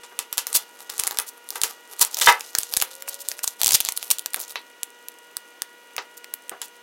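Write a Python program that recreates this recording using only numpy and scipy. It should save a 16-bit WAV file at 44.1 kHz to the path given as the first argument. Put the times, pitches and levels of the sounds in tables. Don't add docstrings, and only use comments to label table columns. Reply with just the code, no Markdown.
import sys
import numpy as np
from scipy import signal
from scipy.fft import rfft, irfft
from scipy.io import wavfile
from scipy.ndimage import uniform_filter1d

SR = 44100
rng = np.random.default_rng(int(sys.argv[2]) if len(sys.argv) > 2 else 0)


def wav_out(sig):
    wavfile.write(sys.argv[1], SR, np.round(np.clip(np.atleast_2d(sig).T, -1, 1) * 32767).astype(np.int16))


N = 300762
TIME = np.arange(N) / SR

# (time [s], snap over 1 ms [dB], snap centre [Hz], push on the sheet behind it [dB])
FRACTURES = [(0.1904, -12, 8200, -31), (0.3276, -16, 11100, -28), (0.3734, -22, 11300, -30),
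             (0.3801, -8.5, 8600, -22), (0.4688, -16, 9200, -29), (0.5296, -17, 8400, -34),
             (0.553, -8, 6900, -18), (0.8993, -20.5, 7150, -41), (0.9806, -21, 10700, -40),
             (0.9932, -21, 8700, -29), (0.9973, -8.5, 8450, -36), (1.0365, -14.5, 7950, -27.5),
             (1.07, -12.5, 9900, -35), (1.0755, -11.5, 9800, -21.5), (1.11, -19.5, 12000, -26),
             (1.1722, -22, 7500, -29), (1.1871, -8.5, 11400, -33), (1.1993, -15.5, 9800, -26),
             (1.4894, -25, 10700, -58), (1.5048, -18, 8900, -35), (1.5577, -24.5, 10600, -25),
             (1.6163, -10.5, 8900, -25), (1.6353, -6, 9400, -28), (1.995, -18, 8100, -32),
             (2.0137, -7, 9000, -27), (2.028, -9, 7300, -24), (2.049, -12, 8700, -27),
             (2.1448, -14.5, 8700, -46), (2.4081, -22.5, 5500, -26.5), (2.551, -9, 5100, -16.5),
             (2.5861, -6, 8100, -23.5), (2.6327, -17, 8500, -34), (2.7379, -11.5, 4400, -28),
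             (2.767, -9.5, 7000, -28.5), (2.771, -5.5, 8050, -22), (2.823, -7, 9500, -13.5),
             (3.0227, -23.5, 7600, -33), (3.0792, -28, 7000, -25), (3.2868, -11.5, 10600, -43),
             (3.316, -20.5, 5200, -27.5), (3.3918, -26.5, 6800, -27.5), (3.442, -14, 8500, -23.5),
             (3.4772, -12, 8500, -33), (3.6155, -9, 9700, -24.5), (3.8039, -8.5, 10600, -23),
             (3.8082, -15, 7400, -28), (3.85, -14, 8250, -32), (3.888, -11, 7400, -18.5),
             (3.922, -18, 9100, -34), (3.975, -14, 10500, -30.5), (4.028, -21, 9600, -30.5),
             (4.104, -7.5, 9500, -24), (4.1124, -9.5, 9400, -19), (4.1851, -19, 7750, -35),
             (4.194, -18, 11500, -50), (4.2605, -14, 8100, -25), (4.3344, -21.5, 11000, -38),
             (4.3439, -12, 10600, -19), (4.3612, -21, 9100, -51), (4.5569, -30, 3000, -19),
             (4.8322, -14, 7600, -35.5), (5.0846, -22.5, 11100, -60), (5.3684, -16, 7500, -27),
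             (5.62, -14.5, 8400, -24.5), (5.9652, -21.5, 9550, -29), (5.981, -26, 4000, -18.5),
             (6.244, -33, 8000, -30.5), (6.3389, -16, 9700, -30), (6.4947, -20, 8800, -32),
             (6.6167, -21.5, 9800, -35)]


def undb(db):
    return 10 ** (np.asarray(db) / 20)


def unit(x):
    return x / np.sqrt(np.mean(x ** 2) + 1e-20)


def add(out, s, x):
    i = max(int(s * SR), 0)
    out[i:i + len(x)] += x[:N - i]


def band(x, lo_hz, hi_hz, order=2):
    sos = signal.butter(order, [lo_hz, min(hi_hz, .48 * SR)], "band", fs=SR, output="sos")
    return signal.sosfilt(sos, x)


def resonate(x, hz, q):
    w = 2 * np.pi * min(hz, .42 * SR) / SR
    a = np.sin(w) / (2 * q)
    return signal.lfilter([a, 0, -a], [1 + a, -2 * np.cos(w), 1 - a], x)


def fade(t, t60):
    return np.exp(-np.log(1000) * t / t60)


def top_cut(x, edge_hz=16050):
    return signal.sosfilt(signal.ellip(10, .1, 75, edge_hz, fs=SR, output="sos"), x)


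def drift(per_s):
    hold = int(SR / per_s)
    steps = np.repeat(rng.standard_normal(N // hold + 1), hold)
    return 1.48 * uniform_filter1d(steps, hold)[:N]


def grains(size, per_s, spread_db):
    strength = undb(spread_db * np.minimum(rng.exponential(size=size), 4))
    return (rng.random(size) < per_s / SR) * strength * rng.standard_normal(size)


def air(level_db=-53.2):
    # (frequency [Hz], relative density [dB])
    spectrum = [(40, -32), (120, -31), (180, -14), (280, -4), (450, 0), (750, -4.5), (1500, -6.5),
                (2900, -6), (4500, -13.5), (8000, -15), (15000, -20)]
    hz, db = np.transpose(spectrum)
    bins_hz = np.maximum(np.fft.rfftfreq(N, 1 / SR), 1)
    colour = undb(np.interp(np.log(bins_hz), np.log(hz), db))
    return undb(level_db) * unit(irfft(rfft(rng.standard_normal(N)) * colour, N))


def camera(waver=.0013):
    # (frequency [Hz], level [dB])
    motor_partials = [(479.1, -63), (958.2, -59), (1437, -57), (1922, -60), (2401, -67), (2880, -61),
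                      (3359, -72), (6239, -70)]
    # (time [s], pitch [Hz], level [dB])
    lens_run = [(2.7, 495, -57), (2.9, 525, -56), (3.1, 555, -53), (3.32, 573, -57), (3.45, 598, -62)]
    motor_time = np.cumsum(1 + waver * drift(9.8)) / SR
    whine = sum(undb(db + drift(12)) * np.sin(2 * np.pi * hz * motor_time) for hz, db in motor_partials)
    s, hz, db = np.transpose(lens_run)
    lens_gain = undb(np.interp(TIME, s, db, left=-np.inf, right=-np.inf))
    lens = lens_gain * np.sin(2 * np.pi * np.cumsum(np.interp(TIME, s, hz)) / SR)
    return np.sqrt(2) * (whine + lens)


def strain(attack_s=0.045, release_t60=0.34, handling_db=-58, tape_off_s=4.6, idle_db=-66):
    # (start [s], length [s], level [dB])
    pulls = [(0.517, 0.093, -40), (.77, 0.039, -46.5), (0.918, 0.28, -42), (1.534, .04, -42),
             (1.619, .06, -38.5), (1.914, .06, -43), (2.006, 0.023, -33), (2.112, 0.053, -37),
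             (2.18, 0.097, -29), (2.393, 0.2, -46), (2.549, 0.092, -40.5), (2.745, 0.066, -35.5),
             (2.914, 0.046, -45), (3.085, 0.048, -37), (3.273, 0.068, -37.5), (3.437, 0.05, -41),
             (3.622, 0.088, -23.5), (3.795, 0.1, -40), (4.01, 0.058, -39), (4.182, .09, -48),
             (4.34, 0.18, -45.5)]
    power = undb(2 * np.where(TIME < tape_off_s, handling_db, idle_db))
    for start, length, db in pulls:
        attack = np.clip(1 + (TIME - start) / attack_s, 0, 1) ** 2
        release = fade(np.clip(TIME - start - length, 0, 1), release_t60)
        power += (undb(db) * attack * release) ** 2
    return np.sqrt(power)


def crackle(trim_db=-1, sheet_db=-16, patchy_db=3, creak_db=-26, ticks_db=-6, rub_db=-6):
    pull = undb(trim_db) * strain()
    creak_power, lead_s = np.zeros(N), .0035
    creak_shape = np.hanning(int(2 * lead_s * SR))
    for s, snap_db, _, _ in FRACTURES:
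        add(creak_power, s - lead_s, undb(2 * (snap_db + creak_db)) * creak_shape)
    slips = grains(N, per_s=2400, spread_db=4) * undb(2.5 * drift(70))
    treble = band(slips, 2600, 12400)
    glue = unit(sum(undb(patchy_db * drift(35)) * resonate(treble, hz, q=1.8)
                    for hz in (3950, 6300, 11700, 13900)))
    sheet = unit(band(slips, 500, 1130))
    tearing = np.sqrt(pull ** 2 + creak_power) * (glue + undb(sheet_db) * sheet)
    creases = band(grains(N, per_s=70, spread_db=3), 3000, 17000)
    ticks = np.maximum(pull, undb(-57)) * unit(resonate(creases, 9000, q=1.5))
    pressed = np.interp(TIME, (1.9, 2.13), (1, 0.13))
    rub = pressed * pull * unit(sum(resonate(slips, hz, q=10.6) for hz in (460, 860, 1180)))
    return tearing + undb(ticks_db) * ticks + undb(rub_db) * rub


def knocks(modes_db=-1, wood_db=-5, steel_db=-3, metal_t60=0.13, thud_db=-19, thud_growth=0.77):
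    # (time [s], board [dB], metal ring [dB], ring centre [Hz])
    jolts = [(0.034, -47, -44.5, 6740), (0.191, -41.5, -35.5, 7900), (0.328, -46.5, -40.5, 8400),
             (0.381, -36, -26, 8150), (0.469, -50, -38.5, 9400), (0.549, -38, -24.5, 9200),
             (0.895, -45, -38, 7200), (0.994, -41.5, -32.5, 9000), (1.071, -44.5, -38, 9100),
             (1.11, -47, -51, 11000), (1.187, -34.5, -37.5, 10400), (1.558, -38.5, -41, 6400),
             (1.636, -34, -26, 9900), (2.014, -30, -23.5, 9700), (2.214, -27.5, -20, 5530),
             (2.272, -10.5, -35, 5350), (2.285, -11.5, -19, 4300), (2.815, -37.5, -36, 8300),
             (3.746, -60, -24.5, 7600), (4.114, -47, -30.5, 9100), (4.365, -51, -43, 9000),
             (4.557, -40, -35, 2950), (5.981, -32, -37, 3820), (6.616, -43, -35.5, 7800)]
    # (frequency [Hz], level [dB])
    board_modes = [(757, -12.5), (829, -7), (893, -5), (958, 0), (1055, -6.5), (1184, -2), (1300, 0.5),
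                   (1383, -5.5), (1494, -3.5), (1682, -3), (1745, -2), (1888, -6.5), (2009, 3), (2126, -9),
                   (2193, -36), (2568, -1), (2869, -1.5), (3101, 1), (3596, 3)]

    def struck(x):
        return x / np.sqrt(np.mean(x[130:880] ** 2))

    t = np.arange(SR // 4) / SR
    hz, db = np.transpose(board_modes)[:, :, None]
    mode_t60 = 0.16 * (1000 / hz) ** 1.2
    board = undb(db) * fade(t, mode_t60) * np.exp(2j * np.pi * hz * t)
    steel_hz = np.exp(rng.uniform(np.log(2500), np.log(15800), size=120))
    steel = np.exp(2j * np.pi * steel_hz[:, None] * t)
    out = np.zeros(N)
    for s, board_db, ring_db, ring_hz in jolts:
        noise = rng.standard_normal((4, len(t)))
        mode_phases = np.exp(2j * np.pi * rng.random(len(board)))
        modes = struck((mode_phases @ board).imag)
        wood_wash = struck(band(noise[0], 830, 2300, order=3) * fade(t, t60=.125))
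        body = undb(modes_db) * modes + undb(wood_db) * wood_wash
        thud = struck(band(noise[1], 414, 569) * fade(t, t60=0.14))
        steel_mix = noise[2, :len(steel)] * np.exp(2j * np.pi * rng.random(len(steel)))
        partials = unit((steel_mix @ steel).imag)
        grit = unit(noise[3] + grains(len(t), per_s=2000, spread_db=6.3))
        ring = band(undb(steel_db) * partials + grit, 1970, 1.62 * ring_hz, order=3)
        metal = struck(resonate(ring, ring_hz, q=0.22) * fade(t, metal_t60))
        add(out, s, undb(board_db) * body + undb(ring_db) * metal)
        add(out, s, undb(thud_db + thud_growth * board_db) * thud)
    return out


def bumps():
    # (time [s], level [dB])
    nudges = [(0.112, -45.5), (4.365, -37), (6.515, -34)]
    t = np.arange(SR // 4) / SR
    out = np.zeros(N)
    for s, db in nudges:
        dull_noise = unit(band(rng.standard_normal(len(t)), 350, 1500))
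        add(out, s, undb(db) * dull_noise * fade(t, t60=0.18))
    return out


def cracks(snap_t60=0.0031, push_t60=0.0069, chip_share=0.18, thump_db=-21, thump_growth=2.13):
    t = np.arange(1024) / SR
    into_one_ms = np.sqrt(SR / (1000 * len(t)))
    noise = rng.standard_normal((128, 2, len(t)))
    bursts = top_cut(band(noise[:, 0] * fade(t, snap_t60), 2700, 20000, order=3))
    pushes = band(noise[:, 1] * fade(t, push_t60), 626, 3240)
    thump = unit(band(fade(t, t60=.008), 25, 450, order=1))
    out = np.zeros(N)
    for (s, db, hz, push_db), burst, push in zip(list(FRACTURES) + rips(), bursts, pushes):
        colour = unit(resonate(burst, hz, q=1.0))
        chip = unit(resonate(burst, hz, q=3.4))
        snap = unit(unit(burst) + colour + chip_share * chip)
        overload = undb(thump_db + thump_growth * db) * thump
        add(out, s, into_one_ms * (undb(db) * snap + overload + undb(push_db) * unit(push)))
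    return out


def slides():
    # (start [s], length [s], level [dB], centre [Hz])
    strokes = [(0.536, 0.043, -18, 8450), (1.26, .042, -38, 9200), (2.006, 0.026, -14, 9600),
               (2.255, 0.017, -19, 5130), (2.266, 0.05, -25.5, 9200), (3.082, 0.017, -28, 11500),
               (3.193, 0.039, -38, 8650), (3.43, 0.02, -26, 8000), (3.474, 0.015, -29.5, 9500),
               (3.741, 0.019, -11, 6200), (3.959, 0.024, -31.5, 9500), (4.108, 0.013, -13.5, 9900),
               (4.405, 0.025, -35.5, 13600), (6.166, 0.023, -42.5, 10200), (6.635, 0.031, -45, 10300)]
    out = np.zeros(N)
    for s, length, db, hz in strokes:
        size = int(length * SR)
        slips = band(grains(size, per_s=7000, spread_db=3), .4 * hz, 17000)
        rasp = resonate(slips, hz, q=0.46)
        add(out, s, undb(db) * unit(rasp * signal.windows.tukey(size, .7)))
    return out


def rips(per_s=95, jitter=0.3, scatter_db=2, push_db=-20):
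    # (start [s], length [s], typical snap [dB], centre [Hz])
    stretches = [(2.189, .06, -15, 6700), (2.801, .02, -12.5, 5770), (3.633, .115, -8.5, 7800),
                 (4.395, 0.026, -25, 12100), (4.483, .035, -33, 7000)]
    rows = []
    for start, length, db, hz in stretches:
        gaps, snaps, pushes = rng.standard_normal((32, 3)).T
        delays = np.append(0, np.cumsum(np.exp(jitter * gaps)) / per_s)
        rows += [(start + delay, db + scatter_db * snap, hz, db + push_db + scatter_db * push)
                 for delay, snap, push in zip(delays, snaps, pushes) if delay < length]
    return rows


def workshop(x, tail_db=-12, early_db=-19, lifted_db=-5):
    t = np.arange(SR // 2) / SR
    noise = rng.standard_normal((3, len(t)))
    low_tail = band(noise[0], 290, 3600) * fade(t, t60=0.22)
    high_tail = band(noise[1], 8400, 21700) * fade(t, t60=0.11)
    tail = (low_tail + high_tail) * np.minimum(t / 0.003, 1)
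    early = band(noise[2], 680, 10300) * fade(t, t60=0.048) * (t > .0015)
    response = (undb(tail_db) * unit(tail) + undb(early_db) * unit(early)) / np.sqrt(len(t))
    send = undb(np.interp(TIME, [2.3, 4.7], [0, lifted_db]))
    return x + signal.fftconvolve(x * send, response)[:N]


def scene():
    handwork = cracks() + knocks() + bumps() + slides() + crackle()
    return (workshop(handwork) + camera() + air())[None]


def record(dry):
    return top_cut(dry / (1 + dry ** 4) ** (1 / 4))


dry = scene()
out = record(dry)
wav_out(out)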